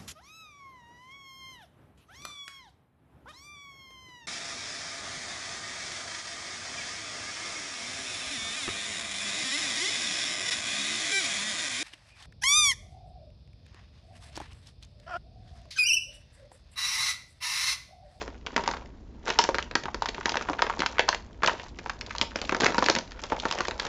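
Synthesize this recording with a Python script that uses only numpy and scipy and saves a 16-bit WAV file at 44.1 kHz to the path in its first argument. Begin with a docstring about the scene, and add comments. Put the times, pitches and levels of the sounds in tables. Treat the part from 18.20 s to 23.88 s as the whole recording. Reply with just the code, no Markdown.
"""Plastic snack bag handled at a desk

Hands grip and pull the bag in a small furnished bedroom, near a webcam microphone.
Buckling creases snap: resonant noise bursts at listed times. Random tiny pops form a patter of crackles.
Decaying noise tails are the walls' answer; shaped steady noise is a computer fan rumbling underneath."""
import sys
import numpy as np
from scipy import signal
from scipy.fft import rfft, irfft, next_fast_len
from scipy.io import wavfile
from scipy.ndimage import uniform_filter1d

SR = 44100
rng = np.random.default_rng(int(sys.argv[2]) if len(sys.argv) > 2 else 0)


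def wrap_up_sound(samples):
    """Save the sound to the file named by the first command line argument, as 16-bit audio."""
    columns = np.atleast_2d(samples).T
    # keep every value between -1 and 1, then stretch to whole-number steps
    tamed = np.clip(columns, -1, 1)
    steps = np.round(tamed * 32767).astype(np.int16)
    wavfile.write(sys.argv[1], SR, steps)


N = 250488

# snaps of the film: t/s, panel f/Hz, panel level/dB, crease level/dB, thump level/dB
FILM_SNAPS = [(0.0166, 1110, -32.5, -34, -25), (0.0788, 930, -38, -34.5, -26.5),
              (0.2643, 2630, -24, -31, -35.5), (0.2687, 1560, -24.5, -34, -35.5),
              (0.33, 900, -54.5, -46, -36), (0.3633, 1830, -10, -18, -16), (0.3786, 980, -15.5, -26, -22.5),
              (0.3938, 890, -26, -39, -25), (0.4379, 1100, -28.5, -28.5, -29), (0.4769, 800, -16, -15, -39),
              (0.4889, 1220, -20.5, -29, -27), (0.5127, 1400, -23.5, -21.5, -28.5),
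              (0.5372, 1130, -22, -45, -37), (0.5686, 1280, -28, -35, -39), (0.621, 780, -39, -58, -47),
              (1.0802, 1240, -18.5, -21, -26), (1.0888, 1910, -26, -26, -33),
              (1.102, 1840, -16.5, -16.5, -24), (1.16, 1500, -31, -45, -39),
              (1.1885, 1550, -5.5, 0.5, -18.5), (1.216, 1390, -24, -25, -43),
              (1.2395, 1520, -18.5, -10, -26.5), (1.2898, 602, -12.5, -23, -24),
              (1.3452, 1420, -13.5, -26, -22.5), (1.3516, 1760, -26, -24.5, -53.5),
              (1.3845, 1350, -13, -17.5, -27.5), (1.4262, 2230, -27.5, -24, -44),
              (1.512, 1480, -24.5, -32.5, -33), (1.5536, 1590, -10.5, -10.5, -18),
              (1.6359, 1650, -28, -30, -32), (1.656, 935, -25.5, -26.5, -27), (1.6833, 890, -24, -49, -43),
              (1.7448, 1300, -21, -23, -28), (1.8216, 900, -15, -23.5, -35), (1.8581, 1370, -16, -21, -37),
              (1.8875, 2040, -23, -19, -26.5), (1.9463, 2070, -25.5, -35, -37),
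              (1.9813, 1110, -26.5, -51, -29), (2.0094, 1270, -26, -35, -55),
              (2.0569, 1560, -12.5, -15.5, -21), (2.0813, 846, -24, -42, -45),
              (2.0937, 1820, -19, -14.5, -32), (2.1194, 2420, -30, -21.5, -30),
              (2.1425, 1080, -19, -39, -43), (2.1559, 760, -18, -25.5, -23.5),
              (2.1705, 1600, -13.5, -18.5, -46), (2.211, 1140, -21.5, -33, -26),
              (2.223, 1510, -31, -25.5, -40), (2.2871, 1140, -19.5, -49, -25.5),
              (2.2982, 810, -24, -25.5, -20), (2.3327, 1310, -22.5, -46, -33),
              (2.3918, 1150, -17, -44, -43), (2.4208, 1270, -9.5, -13, -26.5),
              (2.4667, 1400, -21.5, -34, -36), (2.4983, 1180, -15.5, -30, -43),
              (2.5929, 1880, -25.5, -21, -22.5), (2.6038, 2530, -16.5, -22.5, -21),
              (2.6199, 1410, -12, -27, -30), (2.633, 965, -19, -51, -32), (2.6613, 1350, -14, -17, -49),
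              (2.6651, 1450, -24, -20.5, -37.5), (2.7836, 1530, -13, -35.5, -43),
              (2.7939, 2210, -6.5, -22, -59), (2.8814, 1170, -19.5, -38, -37), (2.8888, 970, -10, -8, -26),
              (2.928, 1640, -17, -35, -44), (2.9464, 1090, -20.5, -19.5, -42),
              (3.222, 1490, -27.5, -45, -32), (3.2335, 1060, -13, -22, -20),
              (3.2436, 1540, -15, -38, -25.5), (3.2617, 2530, -22, -14, -24), (3.275, 2120, -9, -12, -21),
              (3.2816, 910, -12, -23, -35), (3.2955, 1420, -15, -35, -45), (3.3974, 2150, -28, -43.5, -39),
              (3.5879, 1850, -29, -32, -35.5), (3.6607, 1000, -24.5, -39, -32),
              (3.6963, 1460, -18, -26, -50), (3.8111, 2280, -22, -22, -49), (3.8637, 2540, -47, -29, -61),
              (3.9074, 1730, -26, -38, -51), (3.9507, 980, -25.5, -34, -46), (3.962, 2500, -45, -28.5, -41),
              (3.9828, 1450, -36, -18.5, -48), (4.0135, 2630, -8.5, -8.5, -20.5),
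              (4.1579, 1680, -17.5, -20, -25.5), (4.188, 2090, -30, -36, -51),
              (4.216, 2350, -22.5, -18.5, -29), (4.251, 2500, -30, -37, -35), (4.2932, 1560, -16, -21, -27),
              (4.3228, 1490, -16.5, -24, -16), (4.3473, 1400, -16, -20, -26), (4.366, 690, -27, -25, -30),
              (4.402, 1200, -35, -18, -22), (4.4064, 2040, -18, -13, -23),
              (4.4192, 1200, -21.5, -18, -16.5), (4.434, 1410, -13, -29, -14),
              (4.4448, 1340, -20, -8.5, -20), (4.4594, 2000, -10, -16, -23.5), (4.4639, 1790, -9, -13, -19),
              (4.4807, 1570, -29, -32, -21), (4.5044, 1210, -26, -26, -24),
              (4.545, 1280, -18.5, -23.5, -24.5), (4.582, 960, -11, -15.5, -15.5),
              (4.59, 950, -32, -20, -22), (4.6247, 670, -13.5, -22.5, -16.5),
              (4.6419, 1820, -29, -17.5, -36), (4.6619, 2200, -13.5, -12, -22.5),
              (4.6854, 1355, -6, -15, -31), (4.6983, 910, -16, -5, -14), (4.7509, 1930, -15.5, -13.5, -22),
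              (4.7622, 1850, -17.5, -21.5, -28), (4.7677, 1940, -24, -33, -23),
              (4.7867, 1420, -19.5, -15, -25), (4.919, 1630, -34, -32.5, -47),
              (5.0375, 1500, -26, -21, -42), (5.1216, 740, -20.5, -42, -14.5),
              (5.1991, 2510, -30, -22, -48), (5.254, 1140, -13, -21.5, -22), (5.3114, 1040, -21, -16, -42),
              (5.3242, 1120, -22, -18.5, -33), (5.3868, 1900, -20, -33, -25),
              (5.4061, 1290, -13.5, -19.5, -25), (5.4517, 1870, -24.5, -31, -55),
              (5.483, 800, -38, -20, -21), (5.5106, 1860, -21, -25.5, -30), (5.5978, 1770, -17.5, -16, -49),
              (5.6513, 1180, -26.5, -22.5, -31), (5.6666, 2230, -25, -29.5, -31)]


def snaps():
    """A buckling crease ticks brightly, rings the panel of film around it and thumps the air in the bag."""
    t_s, panel_hz, panel_db, crease_db, thump_db = np.transpose(FILM_SNAPS)
    ref_t60_s, ref_crease_db, shortening_per_db = 0.025, -19.5, 0.0062  # harder ticks die faster
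    t60_s = ref_t60_s * np.exp(-shortening_per_db * (crease_db - ref_crease_db))
    t60_s = np.clip(t60_s, 0.004, 0.09)
    panel = amp(panel_db)[:, None] * bursts(panel_hz[:, None], sharp=1.05, t60_s=t60_s, kick=12.6)
    crease = amp(crease_db)[:, None] * bursts(4400, sharp=0.79, t60_s=t60_s * 0.53, kick=4.2)
    thump = amp(thump_db)[:, None] * bursts(348, sharp=0.49, t60_s=t60_s * 2.0, kick=13.2)
    return place(t_s, panel + crease + thump)


def crackle(count=4000):
    """Tiny creases pop at random, many small and few large; louder under a firm grip and after a snap."""
    # how hard the hands work the bag: t/s, crackle level/dB
    grip_points = [(0, -37), (.2, -62.5), (.45, -39), (.6, -51.5), (.9, -74), (1.03, -56.5), (1.078, -33),
                   (1.22, -45.5), (1.4, -57), (1.8, -54), (2.3, -44), (2.65, -41.5), (3.0, -56.5),
                   (3.2, -58), (3.279, -30.5), (3.55, -58), (3.95, -48), (4.389, -43), (4.41, -25),
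                   (4.55, -38), (4.7, -35), (4.85, -50), (5.1, -42), (5.4, -37), (5.55, -46.5),
                   (5.68, -31.5)]
    # spectral weighting of the patter: f/Hz, relative level/dB
    film_response = [(120, -30.5), (250, -11), (450, -2.5), (950, -6.5), (2000, -8.5), (4500, -10),
                     (7300, -4)]
    when, size, pitch, decay = rng.random((count, 4)).T
    strength = amp(np.minimum(-5.5 * np.log(1 - size), 19))[:, None]
    pitch_hz = 400 * 16 ** pitch[:, None]
    t60_s = 0.0057 + 0.012 * decay
    pops = strength * bursts(pitch_hz, sharp=0.74, t60_s=t60_s, kick=3.0, samples=512)
    raw_patter = place(when * N / SR, pops)
    patter = unit(filtered(raw_patter, lambda hz: amp(along(film_response, hz))))
    grip = amp(np.interp(np.arange(N) / SR, *np.transpose(grip_points)))
    return np.sqrt(grip ** 2 + settling_power()) * patter


def settling_power():
    """Power of the crackle that each snap sets off and that dies away behind it."""
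    t_s, _, panel_db, crease_db, _ = np.transpose(FILM_SNAPS)
    below_snap_db, t60_s = -21, 0.13
    crease_offset_db = -1.5  # a tick sets off less crackle than a panel of the same peak
    snap_db = np.maximum(panel_db, crease_db + crease_offset_db)
    lag_s = np.arange(SR // 2) / SR
    level_db = snap_db[:, None] + below_snap_db - 60 * lag_s / t60_s
    return place(t_s, amp(level_db) ** 2)


def bursts(hz, sharp, t60_s, kick, samples=2048):
    """One row per burst: a kick and dying, stuttering noise pass twice through a mode; loudest moment at 1."""
    lag_s = np.arange(samples) / SR
    count = len(t60_s)
    steps = rng.standard_normal((count, samples // 32))
    stutter = amp(6.36 * np.repeat(steps, 32, axis=1))  # creases give way in jerks
    envelope = amp(-60 * lag_s / t60_s[:, None]) * (1 - np.exp(-lag_s / 0.00022))
    push = rng.standard_normal((count, samples)) * stutter * envelope
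    push[:, 8] += kick
    response = resonance(np.fft.rfftfreq(samples, 1 / SR), hz, sharp) ** 2
    rows = irfft(rfft(push) * response, samples)
    power = uniform_filter1d(rows ** 2, size=64, axis=1)
    return rows / np.sqrt(2 * power.max(axis=1, keepdims=True))


def resonance(f, hz, sharp):
    """Causal response of one mode, gain 1 at its centre."""
    damping = 1j * f * hz / sharp
    return damping / (hz * hz - f * f + damping)


def room(x):
    """Diffuse wall reflections: a decaying noise tail, drawn afresh every 1/8 s as the bag moves."""
    # reverberation: f/Hz, t60/s
    room_decay = [(200, 0.48), (600, 0.31), (1500, 0.23), (6000, 0.25)]
    out = x.copy()
    step, delay = SR // 8, 150  # samples
    for start in range(0, N, step):
        hz, lag_s, bins = signal.stft(rng.standard_normal(SR // 3), SR, nperseg=256)
        decay = amp(-60 * lag_s / along(room_decay, hz)[:, None])
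        tail = signal.istft(bins * decay, SR, nperseg=256)[1]
        wet = signal.fftconvolve(x[start:start + step], tail / np.linalg.norm(tail))
        part = out[start + delay:start + delay + len(wet)]  # view: adds into out
        part += amp(-11) * wet[:len(part)]
    return out


def fan():
    """Computer fan: steady noise shaped to rumble and hiss, strongest near 60 Hz."""
    # fan spectrum: f/Hz, relative level/dB
    fan_spectrum = [(20, -14.5), (36, -1), (59, 0.5), (75, -5.5), (140, -16.5), (240, -11), (300, -15.5),
                    (640, -28.5), (2500, -44.5), (7500, -44.5)]
    noise = filtered(rng.standard_normal(N), lambda hz: amp(along(fan_spectrum, hz)))
    return amp(-46.0) * unit(noise)


def amp(db):
    """dB to gain."""
    return 10 ** (np.asarray(db) / 20)


def unit(x):
    """Scaled to rms 1."""
    return x / np.sqrt(np.mean(x ** 2) + 1e-20)


def along(points, hz):
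    """Interpolates (f/Hz, value) points on a log frequency axis."""
    f, values = np.transpose(points)
    return np.interp(np.log(hz + 1), np.log(f + 1), values)


def filtered(x, response):
    """Spectrum of x times a response of frequency."""
    size = next_fast_len(N + SR // 2)
    return irfft(rfft(x, size) * response(np.fft.rfftfreq(size, 1 / SR)), size)[:N]


def place(times_s, rows):
    """Sums the rows at their start times."""
    at = np.round(times_s * SR).astype(int)[:, None] + np.arange(rows.shape[1])
    return np.bincount(at.ravel(), rows.ravel(), N + rows.shape[1])[:N]


def scene():
    """The bag, with the hollow ring of its whole pouch, in the room over the fan."""
    def pouch(f):
        return 1 + 1.2 * resonance(f, hz=930, sharp=14)

    bag = filtered(snaps() + crackle(), pouch)
    return (room(bag) + fan())[None]


def record(dry):
    """The input stage rounds off the tallest peaks, rolls off the treble and cuts all above its band limit."""
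    ceiling, band_limit_hz = 0.65, 8700
    soft = dry[0] / (1 + np.abs(dry[0] / ceiling) ** 4) ** 0.25

    def treble_cut(hz):
        gentle = (1 + (hz / 5600) ** 6) ** -0.5
        steep = (1 + (hz / 7400) ** 60) ** -0.5
        return gentle * steep * (hz < band_limit_hz)

    return filtered(soft, treble_cut)[None]


dry = scene()
out = record(dry)
wrap_up_sound(out)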